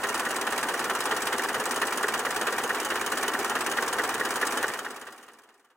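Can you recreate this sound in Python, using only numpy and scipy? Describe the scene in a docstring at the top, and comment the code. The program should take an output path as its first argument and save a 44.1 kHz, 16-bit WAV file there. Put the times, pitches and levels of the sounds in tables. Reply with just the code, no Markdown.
"""On a lawn, a veteran four-cylinder car idles a few metres from a stereo microphone.
At every firing the valve gear clacks, the block clatters and the exhaust chuffs; once in four firings
a loose part knocks on the casing and a dry push rod squeaks. The idle hunts a little, gears churn
underneath, two soft thumps pass in the bass, and the sound is faded out at the end."""
import sys
import numpy as np
from scipy import signal
from scipy.fft import rfft, irfft
from scipy.io import wavfile

SR = 44100
rng = np.random.default_rng(int(sys.argv[2]) if len(sys.argv) > 2 else 0)


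def log_audio(samples):
    """Write samples as a 16-bit WAV file to the path given in sys.argv[1]."""
    # one column per channel
    frames = np.atleast_2d(samples).T
    # limit to full scale, then quantise
    limited = np.clip(frames, -1, 1)
    pcm = np.round(limited * 32767).astype(np.int16)
    wavfile.write(sys.argv[1], SR, pcm)


N = 254016
TIME = np.arange(N) / SR
FREQ = np.maximum(np.arange(N // 2 + 1) * SR / N, 1)

# The hunting idle. Each row: time in seconds, firings per second.
IDLE_SPEED = [(.6, 18.416), (.8, 18.955), (1.6, 18.187), (2, 19.011), (2.2, 17.488), (2.4, 18.732),
              (2.6, 17.392), (2.8, 19.474), (3, 18.453), (3.6, 18.344), (4, 18.922), (4.4, 18.247),
              (4.6, 19.15), (4.8, 17.506), (5.4, 19.607), (5.6, 18.585)]
# The four-beat groove, knocking cylinder first.
# Each row: lateness in seconds, valve accent in dB, block accent in dB.
CYLINDER_ACCENTS = [(.0003, -35.5, -25.5), (-0.000076, -34, -29), (.0008, -33, -28), (-0.0022, -33, -28.5)]
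# The ring of the springs, one list a valve. Each row: pitch in Hz, t60 in seconds, level in dB.
VALVE_SPRING_MODES = [
    [(3037, 0.045, 6.5), (3650, 0.036, -3), (5170, .025, -8), (6560, 0.084, -4), (9260, 0.041, -3)],
    [(2796, 0.064, 9), (3440, 0.036, -21), (4000, 0.015, 11.5), (5860, 0.16, -2.5), (8700, 0.036, -17)],
    [(3010, 0.054, -9), (4020, 0.018, 2.5), (5060, 0.049, -3.5), (8080, 0.05, -1), (9540, .03, -9.5)],
    [(2420, 0.019, 2), (3790, 0.013, 4), (4750, 0.051, -39), (6146, 0.014, 6), (8820, 0.018, -3)],
]
# Tone curves: bright clack, midrange clatter, muffled chuff, gear churn and low rumble.
# Each row: frequency in Hz, relative level in dB.
CLACK_TONE = [(1500, -35.5), (2800, -2.5), (4300, -3.5), (5500, 0.5), (6400, 3.5), (7300, 0), (8800, 2.5),
              (10500, -1), (12000, -6.5), (14000, -9), (16000, -3)]
BLOCK_TONE = [(200, -31.5), (400, -9.5), (600, -9), (800, -6.5), (1150, 1), (1550, -1), (1880, -0.5),
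              (2080, -10), (2900, -9), (3600, -13), (5000, -20.5), (9000, -35)]
EXHAUST_TONE = [(60, -40.5), (160, -26.5), (235, -4.5), (300, -9.5), (410, 1.5), (510, -3), (600, -14),
                (900, -15.5), (2000, -35.5)]
GEAR_TONE = [(160, -23), (225, -2.5), (400, 0), (600, -2.5), (770, 3.5), (1000, 2.5), (1170, 0),
             (1850, -0.5), (2100, -10), (3000, -14), (4300, -20), (8000, -18.5), (12000, -26.5),
             (16000, -22.5)]
RUMBLE_TONE = [(15, -22), (33, -16), (70, -5), (120, -1), (170, 0.5), (260, -6), (600, -40)]
# The loose part's hard hits. Each row: start in seconds, level in dB.
HARD_KNOCKS = [(0.0457, -23), (0.2658, -23.5), (0.743, -23.5), (0.898, -27.5), (1.1235, -23), (1.395, -23),
               (1.8293, -20.5), (2.2679, -22), (2.4829, -26.5), (2.7049, -20.5), (2.9205, -26),
               (3.1303, -26), (3.35, -24), (3.52, -26), (3.567, -24), (3.7862, -19), (3.9975, -19.5),
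               (4.2117, -19.5), (4.429, -18.5), (4.6422, -20), (4.864, -21), (5.0858, -30)]
# The ring of the knocked casing and of the crankcase. Each row: pitch in Hz, t60 in seconds, level in dB.
CASING_MODES = [(419, 0.082, -10), (486, 0.048, -6), (1184, 0.058, -7), (1470, 0.023, 6.5),
                (1720, 0.034, 3.5), (1870, 0.023, 9.5)]
CRANKCASE_MODES = [(360, .05, -10.5), (413, 0.073, -5), (510.6, 0.14, -6), (785, 0.052, -1),
                   (1172, 0.04, 5), (1394, 0.062, 2), (1546, 0.089, -10), (1853, 0.045, -4.5),
                   (2917, 0.039, -3)]
# Bumps in the bass. Each row: start in seconds, level in dB.
LOW_THUMPS = [(1.556, -47), (4.68, -47)]
# The stereo image. Each row: frequency in Hz, left minus right in dB, likeness of the sides from 0 to 1.
PORT_IMAGE = [(30, 0, .78), (160, 0, .87), (260, 0, .994), (420, 0, .999), (600, 0, .99), (1800, .2, .98),
              (2300, -4.5, .62), (3000, -3, .55), (3600, 1, .3), (4700, 7, .25), (5800, 1, .6),
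              (7000, -1.3, .84), (9500, .5, .85), (12000, -1.7, .8)]
# Phase between the microphone ports. Each row: frequency in Hz, lead of the left in turns.
PORT_PHASE = [(420, 0), (1900, .025), (2300, .05), (3000, .2), (3600, .35), (4700, .62), (5800, .86),
              (7000, 1)]

FIRST_FIRING_S, ACCENT_SHIFT_S = .0338, 1.68
CLACK_SCATTER_DB, CLATTER_SCATTER_DB = .8, 1.66  # from firing to firing
TICK_DB, CLACK_DB, REBOUND_DB = -6, 4.5, -3.5  # on top of the valve accent
SOFT_KNOCK_DB, SOFT_KNOCK_SCATTER_DB = -32, 5
KNOCK_LAG_S, ROD_LAG_S = .0135, .0385  # after the first and the second cylinder fire
BONNET_DECAY_S, BONNET_DB = .0015, -10
FADE_START_S, FADE_DB_PER_S = 4.625, 33.5


def firings():
    """The engine's pulse: the speed sets the beat, the cylinder the accent."""
    elapsed_beats = np.cumsum(np.interp(TIME, *np.transpose(IDLE_SPEED))) / SR
    beat = np.arange(int(elapsed_beats[-1]))
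    times = np.interp(beat, elapsed_beats - np.interp(FIRST_FIRING_S, TIME, elapsed_beats), TIME)
    cylinder = (beat - (times > ACCENT_SHIFT_S)) % len(CYLINDER_ACCENTS)  # from here on the accent falls one beat later
    late_s, clack_db, clatter_db = np.array(CYLINDER_ACCENTS)[cylinder].T
    clack_scatter, clatter_scatter = rng.standard_normal((len(beat), 2)).T
    clack_db = clack_db + CLACK_SCATTER_DB * clack_scatter
    clatter_db = clatter_db + CLATTER_SCATTER_DB * clatter_scatter
    return times + late_s, cylinder, clack_db, clatter_db


def valve_gear(times, db):
    """Four valves take turns clacking under the bonnet, each with its own spring ring."""
    count = len(VALVE_SPRING_MODES)
    valves = [valve(times[k::count], db[k::count], modes) for k, modes in enumerate(VALVE_SPRING_MODES)]
    contacts, springs = np.sum(valves, axis=0)
    return bonnet(colour(contacts, CLACK_TONE)) + undb(-5.5) * springs


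def valve(times, db, modes):
    """The tappet ticks as it takes up its play, the valve clacks and rebounds; its spring rings along."""
    tick_force, rebound_force, tick_jitter, rebound_jitter = rng.standard_normal((len(times), 4)).T
    tick_db = db + TICK_DB + 2.5 * tick_force
    rebound_db = db + REBOUND_DB + 2.5 * rebound_force
    tick = bursts(times - .019 + .0013 * tick_jitter, tick_db, rise_s=.0021, decay_s=.011)
    clack = bursts(times - .001, db + CLACK_DB, rise_s=.0018, decay_s=.0071)
    rebound = bursts(times + .0083 + .0018 * rebound_jitter, rebound_db, rise_s=.0014, decay_s=.008)
    contacts = np.sqrt(tick ** 2 + clack ** 2 + rebound ** 2) * rattle(spread_db=2.5)
    return contacts, ring(contacts, modes)


def block(times, db):
    """Each firing shakes the crankcase, and the piston slaps a moment later."""
    jitter, force = rng.standard_normal((len(times), 2)).T
    shake = bursts(times - .005, db - 1, rise_s=.0057, decay_s=.017)
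    slap = bursts(times + .013 + .0032 * jitter, -34 + 2 * force, rise_s=.0035, decay_s=.015)
    contacts = np.hypot(shake, slap) * rattle(spread_db=2.5)
    return colour(contacts, BLOCK_TONE)


def exhaust(times, knock_times):
    """A muffled, uneven chuff for each firing; the knocking cylinder fires hardest."""
    jitter, force = rng.standard_normal((len(times), 2)).T
    chuff = bursts(times + .00033 + .0048 * jitter, -39 + 1.7 * force, rise_s=.0041, decay_s=.036)
    punch = bursts(knock_times - .003, -35.5, rise_s=.0031, decay_s=.017)
    return colour(np.hypot(chuff, punch) * rattle(spread_db=1.5), EXHAUST_TONE)


def loose_part(cycle_times):
    """A loose part knocks: hard at the cued times, softly on each cycle's beat that has no hard hit."""
    hard_times, hard_db = np.transpose(HARD_KNOCKS)
    soft_db = SOFT_KNOCK_DB + SOFT_KNOCK_SCATTER_DB * rng.standard_normal(len(cycle_times))
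    free = np.abs(cycle_times[:, None] - hard_times).min(axis=1) > .02
    return knock(hard_times, hard_db) + knock(cycle_times[free], soft_db[free])


def knock(times, db):
    """The part presses on the casing and bounces once, each time on a slightly different spot."""
    out = np.zeros((2, N))
    for time, level_db in zip(times, db):
        modes = [(hz * (1 + .0052 * rng.standard_normal()), t60, mode_db)
                 for hz, t60, mode_db in CASING_MODES]
        response = ringing(modes)
        response *= 1 - np.exp(-TIME[:len(response)] / .0014)  # the ring builds while the contact lasts
        hit_times = time + np.array([-.0012, .00458 * rng.uniform(.594, 1.19)])
        for start, hit_db in zip((hit_times * SR).astype(int), (0, -13)):
            span = out[0, start:start + len(response)]
            span += undb(level_db + hit_db) * response[:len(span)]
    return band(out, low_hz=320, high_hz=2170)  # the small casing radiates no bass


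def push_rod(times):
    """Once a cycle a dry push rod clicks and scrapes through its guide with a rising squeak."""
    level_db = -34.5 + rng.standard_normal(len(times))
    since_click_s = TIME - times[np.maximum(np.searchsorted(times, TIME) - 1, 0)]
    glide = 5 * np.clip(since_click_s, 0, .06)
    grip = band(rng.standard_normal((2, N)), low_hz=9.7, high_hz=200)
    hz = 2220 * (1 + glide + .03 * grip / grip.std())  # uneven grip makes the pitch waver
    tone = np.sin(2 * np.pi * np.cumsum(hz, axis=1) / SR)
    squeak = tone * bursts(times, level_db, rise_s=.0038, decay_s=.0068)
    click = bursts(times, level_db - 3, rise_s=.0012, decay_s=.0032) * rattle(spread_db=4.5)
    return squeak + bonnet(colour(click, CLACK_TONE))


def gears():
    """The bed: timing gears and flywheel churn and keep the crankcase ringing, over a low rumble."""
    churn = undb(-33.5) * colour(rattle(spread_db=2), GEAR_TONE)
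    crankcase = undb(-40) * band(ring(rattle(spread_db=5.5), CRANKCASE_MODES), low_hz=277, high_hz=3770)
    rumble = undb(-57.5) * colour(rng.standard_normal((2, N)), RUMBLE_TONE)
    return churn + crankcase + rumble


def thumps():
    """Soft, dull bumps in the bass, dead centre."""
    bass = band(rng.standard_normal(N), low_hz=60, high_hz=190)
    bumps = bursts(*np.transpose(LOW_THUMPS), rise_s=.006, decay_s=.018) * bass / bass.std()
    return bumps * np.array([[1], [0]])  # all mid, no side


def bonnet(x):
    """Dense early reflections inside the engine bay blur every contact."""
    t = TIME[:SR // 25]
    response = rng.standard_normal(len(t)) * np.exp(-t / BONNET_DECAY_S) * (t > .001)
    response *= undb(BONNET_DB) / np.linalg.norm(response)
    response[0] = 1  # the direct sound
    return convolve(x, response / np.linalg.norm(response))


def microphone_ports(mid_side):
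    """Mid and side to left and right: bass reaches both ports much alike, the low treble spreads wide."""
    balance_db, likeness = over_freq(PORT_IMAGE)
    lead_turns, = over_freq(PORT_PHASE)
    mid, side = rfft(mid_side) * np.sqrt([(1 + likeness) / 2, (1 - likeness) / 2])
    left = (mid + side) * undb(balance_db / 2)
    right = (mid - side) * undb(-balance_db / 2) * np.exp(-2j * np.pi * lead_turns)
    return irfft(np.array([left, right]), N)


def bursts(times, db, rise_s, decay_s):
    """An envelope that swells and dies after each blow."""
    blows = np.zeros(N)
    np.add.at(blows, np.clip(times * SR, 0, N - 1).astype(int), undb(db))
    t = TIME[:SR // 5]
    shape = (1 - np.exp(-(t / rise_s) ** 2)) * np.exp(-t / decay_s)
    return convolve(blows, shape / shape.max())


def rattle(spread_db):
    """Grit: dense tiny contacts of uneven force, with separate noise for mid and side."""
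    force = np.repeat(undb(spread_db * rng.standard_normal(N // 32 + 1)), 32)[:N]
    return rng.standard_normal((2, N)) * force / np.sqrt(np.mean(force ** 2))


def ringing(modes):
    """The ring of damped modes after one blow."""
    t = TIME[:SR // 5]
    return sum(undb(db - 60 * t / t60) * np.sin(2 * np.pi * hz * t) for hz, t60, db in modes)


def ring(x, modes):
    """A resonator: noise rings the modes and keeps its power."""
    response = ringing(modes)
    return convolve(x, response / np.linalg.norm(response))


def colour(x, tone):
    """Minimum-phase EQ along a tone curve; white noise keeps its power."""
    gain = undb(over_freq(tone)[0])
    cepstrum = irfft(np.log(gain / np.sqrt(np.mean(gain ** 2))), N)
    # folding the cepstrum keeps the ring behind each attack
    cepstrum[1:N // 2] *= 2
    cepstrum[N // 2 + 1:] = 0
    return irfft(rfft(x) * np.exp(rfft(cepstrum)), N)


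def band(x, low_hz, high_hz):
    """Steep band-pass."""
    return signal.sosfilt(signal.butter(4, [low_hz, high_hz], "band", fs=SR, output="sos"), x)


def convolve(x, response):
    """Each row of x played through a response."""
    return signal.fftconvolve(np.atleast_2d(x), response[None], axes=1)[:, :N]


def over_freq(table):
    """A table's columns as curves over log frequency."""
    hz, *columns = np.transpose(table)
    return [np.interp(np.log(FREQ), np.log(hz), column) for column in columns]


def undb(db):
    """Decibels to gain."""
    return 10 ** (np.asarray(db) / 20)


def scene():
    """The mix: the engine's beat, knocks and squeaks over the gear bed and the thumps."""
    times, cylinder, clack_db, clatter_db = firings()
    knock_times = times[cylinder == 0] + KNOCK_LAG_S
    rod_times = times[cylinder == 1] + ROD_LAG_S
    engine = valve_gear(times, clack_db) + block(times, clatter_db) + exhaust(times, knock_times)
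    return microphone_ports(engine + loose_part(knock_times) + push_rod(rod_times) + gears() + thumps())


def record(dry):
    """An even fade-out in decibels and a steep cut of the top."""
    fade = undb(-FADE_DB_PER_S * np.maximum(TIME - FADE_START_S, 0))
    high_cut = signal.ellip(10, .2, 70, 15750, fs=SR, output="sos")
    return signal.sosfilt(high_cut, dry * fade)


dry = scene()
out = record(dry)
log_audio(out)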